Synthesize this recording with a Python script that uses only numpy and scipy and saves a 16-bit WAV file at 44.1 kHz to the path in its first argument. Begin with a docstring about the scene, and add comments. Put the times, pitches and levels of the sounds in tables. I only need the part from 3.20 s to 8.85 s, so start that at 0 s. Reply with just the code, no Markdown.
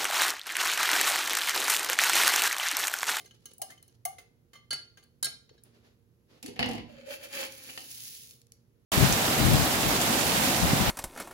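"""In a small kitchen, a spoon stirs juice in a round glass jug: it ticks on the wall, the juice plops,
and the handle clinks to rest in the neck. Each touch is a click of noise plus fading glass tones.
Clothes rustle as soft noise; then a hollow tub is picked up with two low gulps and bumped down, booming.
Something is poured: gushes of noise that sound the air in the tub, and a fine hiss that swells and dies away.
Single grains tick in the stream, and low room noise with a hum lies under it all."""
import sys
import numpy as np
from scipy import signal
from scipy.fft import rfft, irfft
from scipy.io import wavfile
from scipy.ndimage import uniform_filter1d

SR = 44100
rng = np.random.default_rng(int(sys.argv[2]) if len(sys.argv) > 2 else 0)


def unload_wav(signal):
    """Save mono or channel-first audio to the path in sys.argv[1] as 16-bit WAV at rate SR, clipped to [-1, 1]."""
    wavfile.write(
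        sys.argv[1],
        SR,
        np.round(np.clip(np.atleast_2d(signal).T, -1, 1) * 32767).astype(np.int16),
    )


N = 249165  # length in samples
TIME = np.arange(N) / SR  # s

# All levels in the tables are relative: each source adds its own gain later.

# The kitchen at rest, colour of its noise: [f/Hz, level/dB]
FLOOR_COLOUR = [(20, -36), (40, 3), (60, 1.5), (120, 6.5), (180, -1), (300, -6.5), (450, -5.5), (700, -20),
                (1200, -23), (3000, -27.5), (8000, -31), (16000, -28.5)]
# Mains hum: [f/Hz, level/dB]
HUM_TONES = [(117, -72), (234, -77), (351, -86), (467, -81.5)]
# How long the room's echo takes to fade by 60 dB: [f/Hz, t60/s]
ROOM_T60 = [(100, 0.86), (500, 0.4), (2000, 0.37), (3200, 0.38), (4600, 0.41), (6500, 0.33), (10000, 0.27),
            (16000, 0.16)]
# Colour of the room's echo: [f/Hz, level/dB]
ROOM_COLOUR = [(60, -9), (500, 0), (4000, -1.5), (8000, -4), (16000, -1)]
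# How alike noise is at the two microphones: [f/Hz, likeness from 0 to 1]
LIKENESS = [(60, 0.65), (250, 0.8), (600, 0.28), (1000, 0.3), (1700, 0.34), (2800, 0.23), (6000, 0.033),
            (8000, 1), (16000, 1)]
# How much louder noise is on the left than on the right: [f/Hz, level/dB]
BALANCE = [(60, -5.5), (130, -6.5), (300, -5), (550, 0.5), (2000, 0.5), (5000, -2.5), (8000, -0.5)]
# How far the left microphone leads, apart from the delay below: [f/Hz, turn/rad]
LEFT_TURN = [(100, 0), (240, 1.8), (330, 3.4), (490, 2), (600, 3), (1000, 2.5), (1700, 6.28)]
LEFT_LAG_S = 0.0001763  # the left microphone hears the sound this much later
TREBLE_LIMIT_HZ = 15900

# Colour of rustling cloth: [f/Hz, level/dB]
CLOTH_COLOUR = [(150, -4), (400, 8.5), (800, -4), (4500, -6.5), (7000, -15), (16000, -23.5)]
# Swishes of clothing: [t/s, hold/s, level/dB]
SWISHES = [(2.344, 0.006, -69), (2.458, 0.0064, -65.5), (2.55, 0.016, -66), (2.65, 0.02, -64.5),
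           (3.106, 0.072, -62.5)]
SWISH_RISE_S, SWISH_FALL_S = 0.014, 0.052

# Colour of the coarse gushes: [f/Hz, level/dB]
GUSH_COLOUR = [(80, -22), (280, 8.5), (450, -2.5), (800, -12.5), (1250, 1.5), (1750, 10), (2050, 5.5),
               (2700, 2), (3600, 3), (4500, -6.5), (5900, -12), (7000, 0), (9000, -41), (16000, -18)]
# Resonances that colour the gushes: [f/Hz, width/Hz, level/dB]
GUSH_PEAKS = [(832, 62, 17), (1066, 14, 9), (2378, 66, 11.5), (2660, 68, 14.5), (3100, 140, 8.5),
              (4560, 340, 13.5)]
PEAK_DRIFT_DB = .1  # slight drift of their pitch (dB of frequency)
# Gushes of the pour; the last two are faint swells of the tub's tone within the stream:
# [t/s, hold/s, coarse rush level/dB, fine hiss level/dB, level of the air in the tub/dB]
GUSHES = [(3.7, 0.12, -64.5, -76.5, -52.5), (3.872, 0.014, -59, -72, -38.5),
          (3.911, 0.03, -49.5, -47.5, -44), (4.039, 0.009, -51, -50.5, -40.5),
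          (4.14, 0.11, -44, -42, -43.5), (4.477, 0.029, -60, -77, -60), (4.577, 0.021, -77, -79, -65)]
GUSH_RISE_S, GUSH_FALL_S = 0.018, 0.021
CAVITY_RISE_S, CAVITY_FALL_S = 0.013, 0.024  # the air in the tub follows each gush loosely
# The stream that follows swells, then dies away, by its fine hiss: [t/s, level/dB]
STREAM = [(4.323, -52), (4.66, -49.5), (4.849, -44.5), (5.111, -56), (5.2, -71)]
# It starts coarse, still sounding the air in the tub; both fade as it grows finer.
COARSE_DB, COARSE_FADE_DB_PER_S = -9.5, 34
HOLLOW_DB, HOLLOW_FADE_DB_PER_S = -11, 53
# Colour of the fine hiss: [f/Hz, level/dB]
HISS_COLOUR = [(600, -89), (1100, -28), (1700, -11.5), (2500, -3), (4500, 0.5), (6500, 1.5), (7800, -4),
               (9300, 4), (12000, -1.5), (15700, 4)]
GRAIN_DB, SURGE_DB = 1.8, 1.4  # unevenness of the hiss: quick clumps and slower surges
# Resonance of the air in the tub: [t/s, f/Hz]
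CAVITY_PITCH = [(3.72, 587), (3.82, 549), (3.93, 564.6), (4.06, 568), (4.14, 550), (4.24, 549.6),
                (4.4, 530), (4.5, 519), (4.62, 535)]
CAVITY_WIDTH_HZ, PULSING_DB = 48, 3  # width of that resonance, depth of its uneven pulsing
# Stray grains that land alone, mostly as the stream ends: [t/s, level/dB]
STRAYS = [(4.322, -33.5), (4.97, -38), (5.008, -37), (5.092, -42), (5.109, -34), (5.216, -43.5),
          (5.268, -49), (5.32, -34.5)]
STRAY_S = .0014  # decay of the tick of a stray or larger grain
LARGE_PER_S = 130  # larger grains landing each second, on average

# Tones of the tub's body: [f/Hz, level/dB, t60/s]
TUB_MODES = [(59.6, -16.5, 0.5), (103.6, -6, 0.14), (237.4, -1, 0.17), (292.6, -6.5, 0.22), (491, -7, 0.19),
             (724, -16, 0.32), (994, -17.5, 0.16)]
# Knocks on the tub: [t/s, thud and boom level/dB, clack level/dB, clack decay/s, snap level/dB]
KNOCKS = [(3.227, -52, -45.5, 0.01, -36), (3.260, -64.5, -38.5, 0.0049, -35),
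          (3.28, -48.5, -39.5, 0.0062, -44), (3.36, -52, -51, 0.043, -54),
          (3.392, -31.5, -21.5, 0.0061, -35), (3.405, -48, -29.5, 0.004, -46),
          (3.427, -35, -16.5, 0.0032, -45), (3.44, -46.5, -31, 0.0076, -63.5),
          (3.459, -34.5, -36, 0.0032, -38.5), (3.488, -32.5, -45, 0.0079, -37),
          (3.511, -43, -38, 0.01, -41.5), (3.532, -45, -35, 0.006, -43), (3.551, -39.5, -43, 0.024, -46),
          (3.58, -44, -50, 0.015, -53), (4.496, -87, -37.5, 0.0051, -46), (4.576, -56, -31, 0.0039, -37.5),
          (4.605, -65.5, -58, 0.006, -54)]
# Colour of the clack in the tub's walls: [f/Hz, level/dB]
CLACK_COLOUR = [(35, -1), (60, 12), (130, 0.5), (190, -17), (380, -2), (700, -4), (1050, -2.5),
                (1450, -6.5), (1900, 6), (2350, 2.5), (2900, 7.5), (3600, -5), (4600, -0.5), (6200, -21.5),
                (9000, -37), (16000, -34)]
# Colour of the snap at its edge, also used for landing grains: [f/Hz, level/dB]
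SNAP_COLOUR = [(300, -37.5), (1500, -16.5), (3000, -0.5), (5500, 3), (9000, 3.5), (12000, -2.5),
               (16000, -6.5)]
# Colour of the thud of its body: [f/Hz, level/dB]
THUD_COLOUR = [(150, -16.5), (370, -16), (490, -1), (590, -12.5), (700, 7.5), (830, -2.5), (1000, -8),
               (1400, -20), (3000, -39.5)]
SNAP_S = 0.0053  # decay of a snap

# Colour of the swirling juice: [f/Hz, level/dB]
SWIRL_COLOUR = [(150, -15.5), (400, 1), (1000, -16.5), (2000, -14), (4500, -9.5), (7000, -13),
                (11000, -14.5), (16000, -37)]
# Strokes of the spoon that stir up the surface: [t/s, hold/s, level/dB]
STROKES = [(.005, 0.077, -57.5), (0.135, 0.033, -68), (0.258, 0.065, -61.5), (0.496, 0.037, -58.5),
           (0.654, 0.1, -70.5), (1.36, 0.02, -71)]
STROKE_RISE_S, STROKE_FALL_S = 0.032, 0.0039
# Short hollow tones: plops in the juice, then two low gulps as the tub is picked up:
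# [t/s, level/dB, f/Hz, t60/s, glide in octaves/s]
HOLLOW_TONES = [(.394, -47, 714, 0.17, 11), (.418, -26.5, 721, 0.044, 6), (.428, -34.5, 618, 0.051, 4.5),
                (0.854, -24, 730, 0.092, -0.5), (0.499, -44, 1730, 0.057, 6.5),
                (0.508, -46, 1500, 0.026, 12), (0.52, -41.5, 2037, 0.063, 2.5),
                (0.857, -45, 1142, 0.16, 1.6), (0.877, -30, 733, 0.073, 4), (2.312, -39, 429, 0.025, 16),
                (3.242, -38.5, 271, 0.27, 9.5), (3.277, -40, 407, 0.13, -0.5)]
# Tiny bubbles and droplets that pop on the juice: [t/s, level/dB]
POPS = [(.335, -39), (0.381, -37), (.626, -41), (0.679, -45.5), (1.837, -48.5), (2.436, -41)]
POP_S = 0.0026  # decay of a pop
BUBBLE_COUNT, STIR_END_S = 70, .8  # small bubbles stirred up, all starting before this time

# Tones of the jug; the lowest two are the jug rocking on the counter: [f/Hz, t60/s before RING_SHARE]
GLASS_MODES = [(136, .2), (470, .1), (1179, .18), (1401, .12), (1612, .13), (2075, .14), (2885, .12),
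               (3010, .08), (3105, .09), (3525, .13), (3872, .065), (4272, .09), (4500, .12), (4630, .07),
               (5412, .17), (6180, .08), (6450, .07), (7600, .07), (9330, .07), (9935, .06)]
# One row for each of these tones, one column for each place struck:
# [low on the wall level/dB, high on the wall level/dB, rim level/dB, neck level/dB]
GLASS_LEVELS = [(-16.5, -30.5, -12, -6), (-26.5, -27.5, -26, -20), (-9, -1, -24, -25.5),
                (-48, -27, -6, -16.5), (-5, -17.5, -8, -7.5), (-11, 1, -17, -15.5), (-2, -13.5, -17, -36),
                (4, -16.5, -1.5, -24), (0, 3.5, -16, -5), (-16, -22.5, -24, -17.5), (-2.5, -22.5, -11, 2.5),
                (2, -4.5, -0.5, -2), (-30.5, -25.5, 0.5, -6), (-20, -18.5, -4, -11.5),
                (-12, -21.5, -20, -12), (6, -12.5, -11, -24), (5.5, -10, -20, -12),
                (-27.5, -21.5, -17, -21), (-20, -23.5, -34, -23.5), (-26.5, -19.5, -9, -15)]
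PLACES = ("low", "high", "rim", "neck")
# Share of its ring time the glass keeps: the juice damps touches low on the wall.
RING_SHARE = {"low": 0.6, "high": 1.0, "rim": 0.9, "neck": 0.75}
# Decay of the click of a touch at each place (s)
CONTACT_S = {"low": 0.0046, "high": 0.017, "rim": 0.011, "neck": 0.0047}
# Spoon on glass; the short note changes with the spoon's angle: [t/s, ring level/dB,
# dull click level/dB, bright click level/dB, note f/Hz, note level/dB, place struck]
CLINKS = [(0.003, -61, -63, -51.5, 730, -48, "high"), (0.057, -58.5, -60.5, -45.5, 2060, -59, "low"),
          (0.109, -62.5, -53, -58, 3030, -44.5, "low"), (0.256, -51, -49.5, -35, 6480, -47, "low"),
          (0.417, -44.5, -40.5, -21.5, 5090, -37, "low"), (0.503, -59, -52, -47.5, 1380, -51, "high"),
          (0.577, -67, -64, -59, 3066, -53, "low"), (0.627, -73, -60.5, -57, 4140, -58.5, "low"),
          (0.682, -71.5, -70, -61.5, 4260, -62, "low"), (0.852, -45, -39.5, -18, 2134, -39.5, "low"),
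          (0.983, -68, -50, -47.5, 2094, -43, "high"), (1.332, -56, -53.5, -54.5, 1806, -53, "high"),
          (1.353, -54, -61, -65.5, 1183, -54, "high"), (1.506, -27.5, -42.5, -31, 7370, -47.5, "rim"),
          (1.519, -43.5, -54.5, -46, 4770, -37.5, "rim"), (1.528, -33.5, -35, -26.5, 2087, -37.5, "rim"),
          (1.772, -66.5, -54, -57, 1600, -45.5, "high"), (1.826, -65.5, -64, -60.5, 3050, -64, "rim"),
          (2.027, -60, -35.5, -11, 7170, -38.5, "neck"), (2.0291, -32, -44.5, -38.5, 4280, -39.5, "neck"),
          (2.044, -28, -43.5, -14.5, 4500, -44.5, "neck"), (2.054, -42.5, -42, -18, 1980, -50, "neck"),
          (2.067, -69.5, -31.5, -42, 1620, -53, "neck"), (2.292, -59, -53, -82, 4430, -76, "neck"),
          (2.378, -63, -67, -73, 1660, -62, "neck")]
# Colour of the dull click: [f/Hz, level/dB]
DULL_COLOUR = [(100, -15.5), (500, 1.5), (900, -4.5), (1400, -1.5), (2000, -1.5), (2450, -2.5),
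               (3100, -1.5), (4500, -3.5), (5800, -7.5), (6500, 1), (8000, -22.5), (16000, -31.5)]
# Colour of the bright click, also used for pops on the juice: [f/Hz, level/dB]
BRIGHT_COLOUR = [(500, -37), (3000, -39.5), (5200, -3), (5900, -13), (6500, -7.5), (8500, 6), (9400, 9.5),
                 (10800, -1), (12000, 0), (13200, -4.5), (15500, 4.5)]
DULLED_ABOVE_HZ = 9160  # the handle, at the rim and neck, clicks less brightly than the bowl
NOTE_T60_S = 0.05  # ring time of a touch's own note
WIDE_HZ = 480  # tones below this reach both microphones more nearly in step
SLOSH_BEND, SLOSH_DB = .006, 3  # sloshing bends the pitch (share) and the level (dB) of the tones
SLOSH_RETUNE = .005  # how far the juice level retunes a tone from touch to touch (share)


def amp(db):
    """Turns decibels into a gain."""
    return 10 ** (np.asarray(db) / 20)


def unit(x):
    """Scales a sound to an average (rms) strength of 1."""
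    return x / np.sqrt(np.mean(x ** 2) + 1e-20)


def read(points, hz):
    """Reads a table between its points, along a log-frequency axis."""
    f, value = np.transpose(points)
    return np.interp(np.log(hz + 1), np.log(f + 1), value)


def add(mix, s, sound):
    """Mixes a sound in at time s."""
    part = mix[:, max(round(s * SR), 0):][:, :sound.shape[1]]
    part += sound[:, :part.shape[1]]


def noise(colour):
    """Coloured noise as two microphones hear it: partly alike, with the left one late."""
    hz = np.fft.rfftfreq(N, 1 / SR)
    shared, separate = rfft(rng.standard_normal((2, N)))
    same = np.clip(read(LIKENESS, hz), -1, 1)
    tilt = amp(read(BALANCE, hz) / 2)
    left = same * shared + np.sqrt(1 - same ** 2) * separate
    left = left * np.exp(-2j * np.pi * hz * LEFT_LAG_S)
    spectrum = np.array([left * tilt, shared / tilt]) * amp(read(colour, hz))
    return unit(irfft(spectrum, N))


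def flicker(depth_db, size):
    """A random gain of mean power 1 that changes about every size samples."""
    wander = unit(uniform_filter1d(rng.standard_normal(N), size))
    return unit(amp(depth_db * np.clip(wander, -3, 3)))


def burst(s, db, decay):
    """Envelope of one contact: a rise in about a millisecond and an exponential fall."""
    t = np.arange(SR // 4) / SR
    envelope = np.zeros((1, N))
    shape = (1 - np.exp(-t / 0.0009)) * np.exp(-t / decay)
    add(envelope, s, (amp(db) * shape)[None])
    return envelope


def swell(s, hold, db, rise, fall):
    """Envelope of one movement: it rises to its level at s, holds, and falls away."""
    before = np.maximum(s - TIME, 0)
    after = np.maximum(TIME - s - hold, 0)
    return amp(db) * np.exp(-before / rise - after / fall)


def ring(hz, db, t60, rise, apart, waver, rough_db):
    """Dying tones that waver in pitch and level; the left channel leads by apart radians."""
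    t = np.arange(SR // 2) / SR
    knots = np.linspace(0, t[-1], 70)
    sides = np.array([[.5], [-.5]])
    out = np.zeros((2, len(t)))
    for k in range(len(hz)):
        drift, rough = (np.interp(t, knots, row) for row in rng.standard_normal((2, len(knots))))
        turns = np.cumsum(hz[k] * (1 + waver * drift)) / SR
        build_up = 1 - np.exp(-t * hz[k] / rise)  # takes about rise cycles
        envelope = np.exp(-np.log(1000) * t / t60[k]) * build_up
        wave = np.sin(2 * np.pi * turns + sides * apart[k])
        out += amp(db[k] + rough_db * rough) * envelope * wave
    return out


def resonate(x, hz, width):
    """A resonance of gain 1 at its centre, which follows the curve hz."""
    turn = np.exp(2j * np.pi * np.cumsum(hz) / SR)
    r = np.exp(-np.pi * width / SR)
    # Shift the centre down to 0 Hz, smooth there, and shift back up.
    return 2 * (turn * signal.lfilter([1 - r], [1, -r], x / turn)).real


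def left_lead(hz):
    """Radians by which the left microphone leads the right, delay included."""
    return read(LEFT_TURN, hz) - 2 * np.pi * hz * LEFT_LAG_S


def background(floor_db=-66):
    """Low room noise with a wavering mains hum made of steady-pitched sines."""
    hum = 0
    for hz, db in HUM_TONES:
        tone = np.sqrt(2) * np.sin(2 * np.pi * (hz * TIME + rng.random()))
        hum = hum + amp(db) * tone * flicker(3.0, size=6000)
    return amp(floor_db) * noise(FLOOR_COLOUR) + hum * amp([[-3], [2]])


def kitchen(x):
    """A dense tail off tiles and counter: noise in which each band dies at its own speed."""
    hz, t, z = signal.stft(noise(ROOM_COLOUR)[:, :SR * 3 // 4], SR, nperseg=256)
    fade = np.exp(-np.log(1000) * t / read(ROOM_T60, hz)[:, None])
    tail = signal.istft(z * fade, SR, nperseg=256)[1]
    tail *= 1 - np.exp(-TIME[:tail.shape[1]] / 0.0015)
    tail /= np.linalg.norm(tail[1])
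    return signal.fftconvolve(x[1:], tail, axes=1)[:, :N]  # the right channel feeds both tails


def clothes():
    """Soft swishes of cloth as the cook turns away: noise that swells and fades."""
    return noise(CLOTH_COLOUR) * sum(swell(*row, SWISH_RISE_S, SWISH_FALL_S) for row in SWISHES)


def flow():
    """Strength of the pour's coarse rush, fine hiss and cavity tone: gushes, and a stream growing finer."""
    coarse = sum(swell(s, hold, db, GUSH_RISE_S, GUSH_FALL_S) for s, hold, db, _, _ in GUSHES)
    fine = sum(swell(s, hold, db, GUSH_RISE_S, GUSH_FALL_S) for s, hold, _, db, _ in GUSHES)
    hollow = sum(swell(s, hold, db, CAVITY_RISE_S, CAVITY_FALL_S) for s, hold, _, _, db in GUSHES)
    s, db = np.transpose(STREAM)
    stream = swell(s[0], s[-1] - s[0], np.interp(TIME, s, db), GUSH_RISE_S, GUSH_FALL_S)
    age = np.maximum(TIME - s[0], 0)
    coarse = coarse + stream * amp(COARSE_DB - COARSE_FADE_DB_PER_S * age)
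    hollow = hollow + stream * amp(HOLLOW_DB - HOLLOW_FADE_DB_PER_S * age)
    return coarse, fine + stream, hollow


def pour(gush_db=5, hiss_db=3, cavity_db=-2.5, crackle_db=3.0):
    """Crackling gushes through drifting resonances, a fine grainy hiss, and the air stirred in the tub."""
    coarse, fine, hollow = flow()
    rush = noise(GUSH_COLOUR) * flicker(crackle_db, size=60)
    shift = flicker(PEAK_DRIFT_DB, size=4000)
    peaks = sum(amp(db) * resonate(rush, hz * shift, width) for hz, width, db in GUSH_PEAKS)
    gush = unit(rush + peaks) * coarse * amp(gush_db)

    unevenness = flicker(GRAIN_DB, size=50) * flicker(SURGE_DB, size=1100)
    hiss = noise(HISS_COLOUR) * fine * amp(hiss_db) * unevenness

    pitch = np.interp(TIME, *np.transpose(CAVITY_PITCH))
    air = resonate(noise(GUSH_COLOUR), pitch, CAVITY_WIDTH_HZ)
    air = resonate(air, pitch, CAVITY_WIDTH_HZ)  # twice, for a steeper peak
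    air = unit(air) * flicker(PULSING_DB, size=900) * hollow * amp(cavity_db)
    return gush + hiss + air


def grains(per_s=300, grain_db=-12, large_db=-8):
    """Single grains of the stream tick as they land, with sparse larger ones; a few strays stand out."""
    coarse, fine, _ = flow()
    hits = (rng.random(N) < per_s / SR) * np.minimum(rng.exponential(1, N), 3)
    ticks = signal.oaconvolve(hits, np.exp(-TIME[:200] / 0.0052))[:N]
    large_hits = (rng.random(N) < LARGE_PER_S / SR) * rng.random(N)
    large = signal.oaconvolve(large_hits, np.exp(-TIME[:400] / STRAY_S))[:N]
    strays = sum(burst(s, db, STRAY_S) for s, db in STRAYS)
    small_part = unit(ticks) * (coarse + fine) * amp(grain_db)
    large_part = unit(large) * fine * amp(large_db)
    return noise(SNAP_COLOUR) * (small_part + large_part + strays)


def tub(rattle_db=4.5, thud_db=2, thud_s=0.0061):
    """Knocks thud and boom in the hollow body, clack in the walls and snap at the edge."""
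    hz, mode_db, t60 = np.transpose(TUB_MODES)
    clack = sum(burst(s, db, decay) for s, _, db, decay, _ in KNOCKS)
    snap = sum(burst(s, db, SNAP_S) for s, *_, db in KNOCKS)
    thud = sum(burst(s, db + thud_db, thud_s) for s, db, *_ in KNOCKS)
    out = noise(CLACK_COLOUR) * flicker(rattle_db, size=90) * clack
    out += noise(SNAP_COLOUR) * snap
    out += noise(THUD_COLOUR) * thud
    for s, boom_db, *_ in KNOCKS:
        boom = ring(hz, mode_db + boom_db, t60, rise=0.99, apart=left_lead(hz), waver=0.01, rough_db=6.0)
        add(out, s, boom * amp([[-2.5], [2.5]]))  # louder on the right
    return out


def stirring():
    """Strength over time of the spoon's strokes."""
    return sum(swell(*row, STROKE_RISE_S, STROKE_FALL_S) for row in STROKES)


def hollow_tone(db, hz, t60, glide):
    """A bubble, plop or gulp: a dying sine whose pitch glides by glide octaves a second."""
    t = np.arange(SR // 4) / SR
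    turns = np.cumsum(hz * 2 ** (glide * t)) / SR
    wave = np.sin(2 * np.pi * turns + np.array([[0], [1.8]])) * amp([[2], [-3]])
    return amp(db) * wave * (1 - np.exp(-t / 0.0033)) * np.exp(-np.log(1000) * t / t60)


def juice_and_gulps(swirl_db=-3, lumpy_db=4, bubbles_db=3, low_hz=600, high_hz=2600, cycles=40):
    """A lumpy swirl of noise, small bubbles, tiny pops and plops; then the two low gulps at the tub."""
    strength = stirring()
    out = noise(SWIRL_COLOUR) * strength * amp(swirl_db) * flicker(lumpy_db, size=400)
    out += noise(BRIGHT_COLOUR) * sum(burst(s, db, POP_S) for s, db in POPS)
    for s, *tone in HOLLOW_TONES:
        add(out, s, hollow_tone(*tone))
    for when, pitch, size in rng.random((BUBBLE_COUNT, 3)):
        s = when * STIR_END_S
        hz = low_hz * (high_hz / low_hz) ** pitch
        loudness = size * np.interp(s, TIME, strength)  # follows the strokes
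        add(out, s, loudness * hollow_tone(bubbles_db, hz, cycles / hz, glide=4.0))
    return out


def glass(place):
    """One ring of the jug: the place struck sets which tones speak; sloshing retunes and roughens them."""
    hz, t60 = np.transpose(GLASS_MODES)
    hz = hz * (1 + SLOSH_RETUNE * rng.uniform(-1.3, 1, len(hz)))
    db = np.transpose(GLASS_LEVELS)[PLACES.index(place)]
    # Neighbouring tones lead on opposite sides.
    lobes = (-1) ** np.arange(len(hz)) * np.minimum(hz / WIDE_HZ, 1)
    tones = ring(hz, db, t60 * RING_SHARE[place], rise=20.0, apart=lobes,
                 waver=SLOSH_BEND, rough_db=SLOSH_DB)
    return tones * amp([[-1.5], [1.5]])


def spoon(glass_db=3):
    """Each touch clicks, sounds a short note of its own and rings the jug afresh."""
    dull, bright = noise(DULL_COLOUR), noise(BRIGHT_COLOUR)
    handle = signal.lfilter(*signal.butter(2, DULLED_ABOVE_HZ, fs=SR), bright)
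    out = np.zeros((2, N))
    for s, ring_db, dull_db, bright_db, note_hz, note_db, place in CLINKS:
        click = handle if place in ("rim", "neck") else bright
        out += (amp(dull_db) * dull + amp(bright_db) * click) * burst(s, 0, CONTACT_S[place])
        add(out, s, amp(ring_db + glass_db) * glass(place))
        note = ring([note_hz], [note_db], [NOTE_T60_S], rise=2.4, apart=[1.0],
                    waver=SLOSH_BEND, rough_db=SLOSH_DB)
        add(out, s, note)
    return out


def scene():
    """Adds up all sources; the tub's knocks send the most sound into the room, as if farther off."""
    jug_and_gulps = spoon() + juice_and_gulps()
    knocks = tub()
    stream = pour() + grains()
    wet = kitchen(amp(-8.0) * jug_and_gulps + amp(-3.5) * knocks + amp(-8.5) * stream)
    return jug_and_gulps + knocks + stream + wet + clothes() + background()


def record(dry):
    """The recorder's bass cut (48 Hz) and treble limit, as two filters."""
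    thin = signal.sosfilt(signal.butter(4, 48, "highpass", fs=SR, output="sos"), dry)
    lowpass = signal.firwin(401, TREBLE_LIMIT_HZ, window=("kaiser", 8), fs=SR)
    return signal.oaconvolve(thin, lowpass[None], "same")


dry = scene()
out = record(dry)
unload_wav(out)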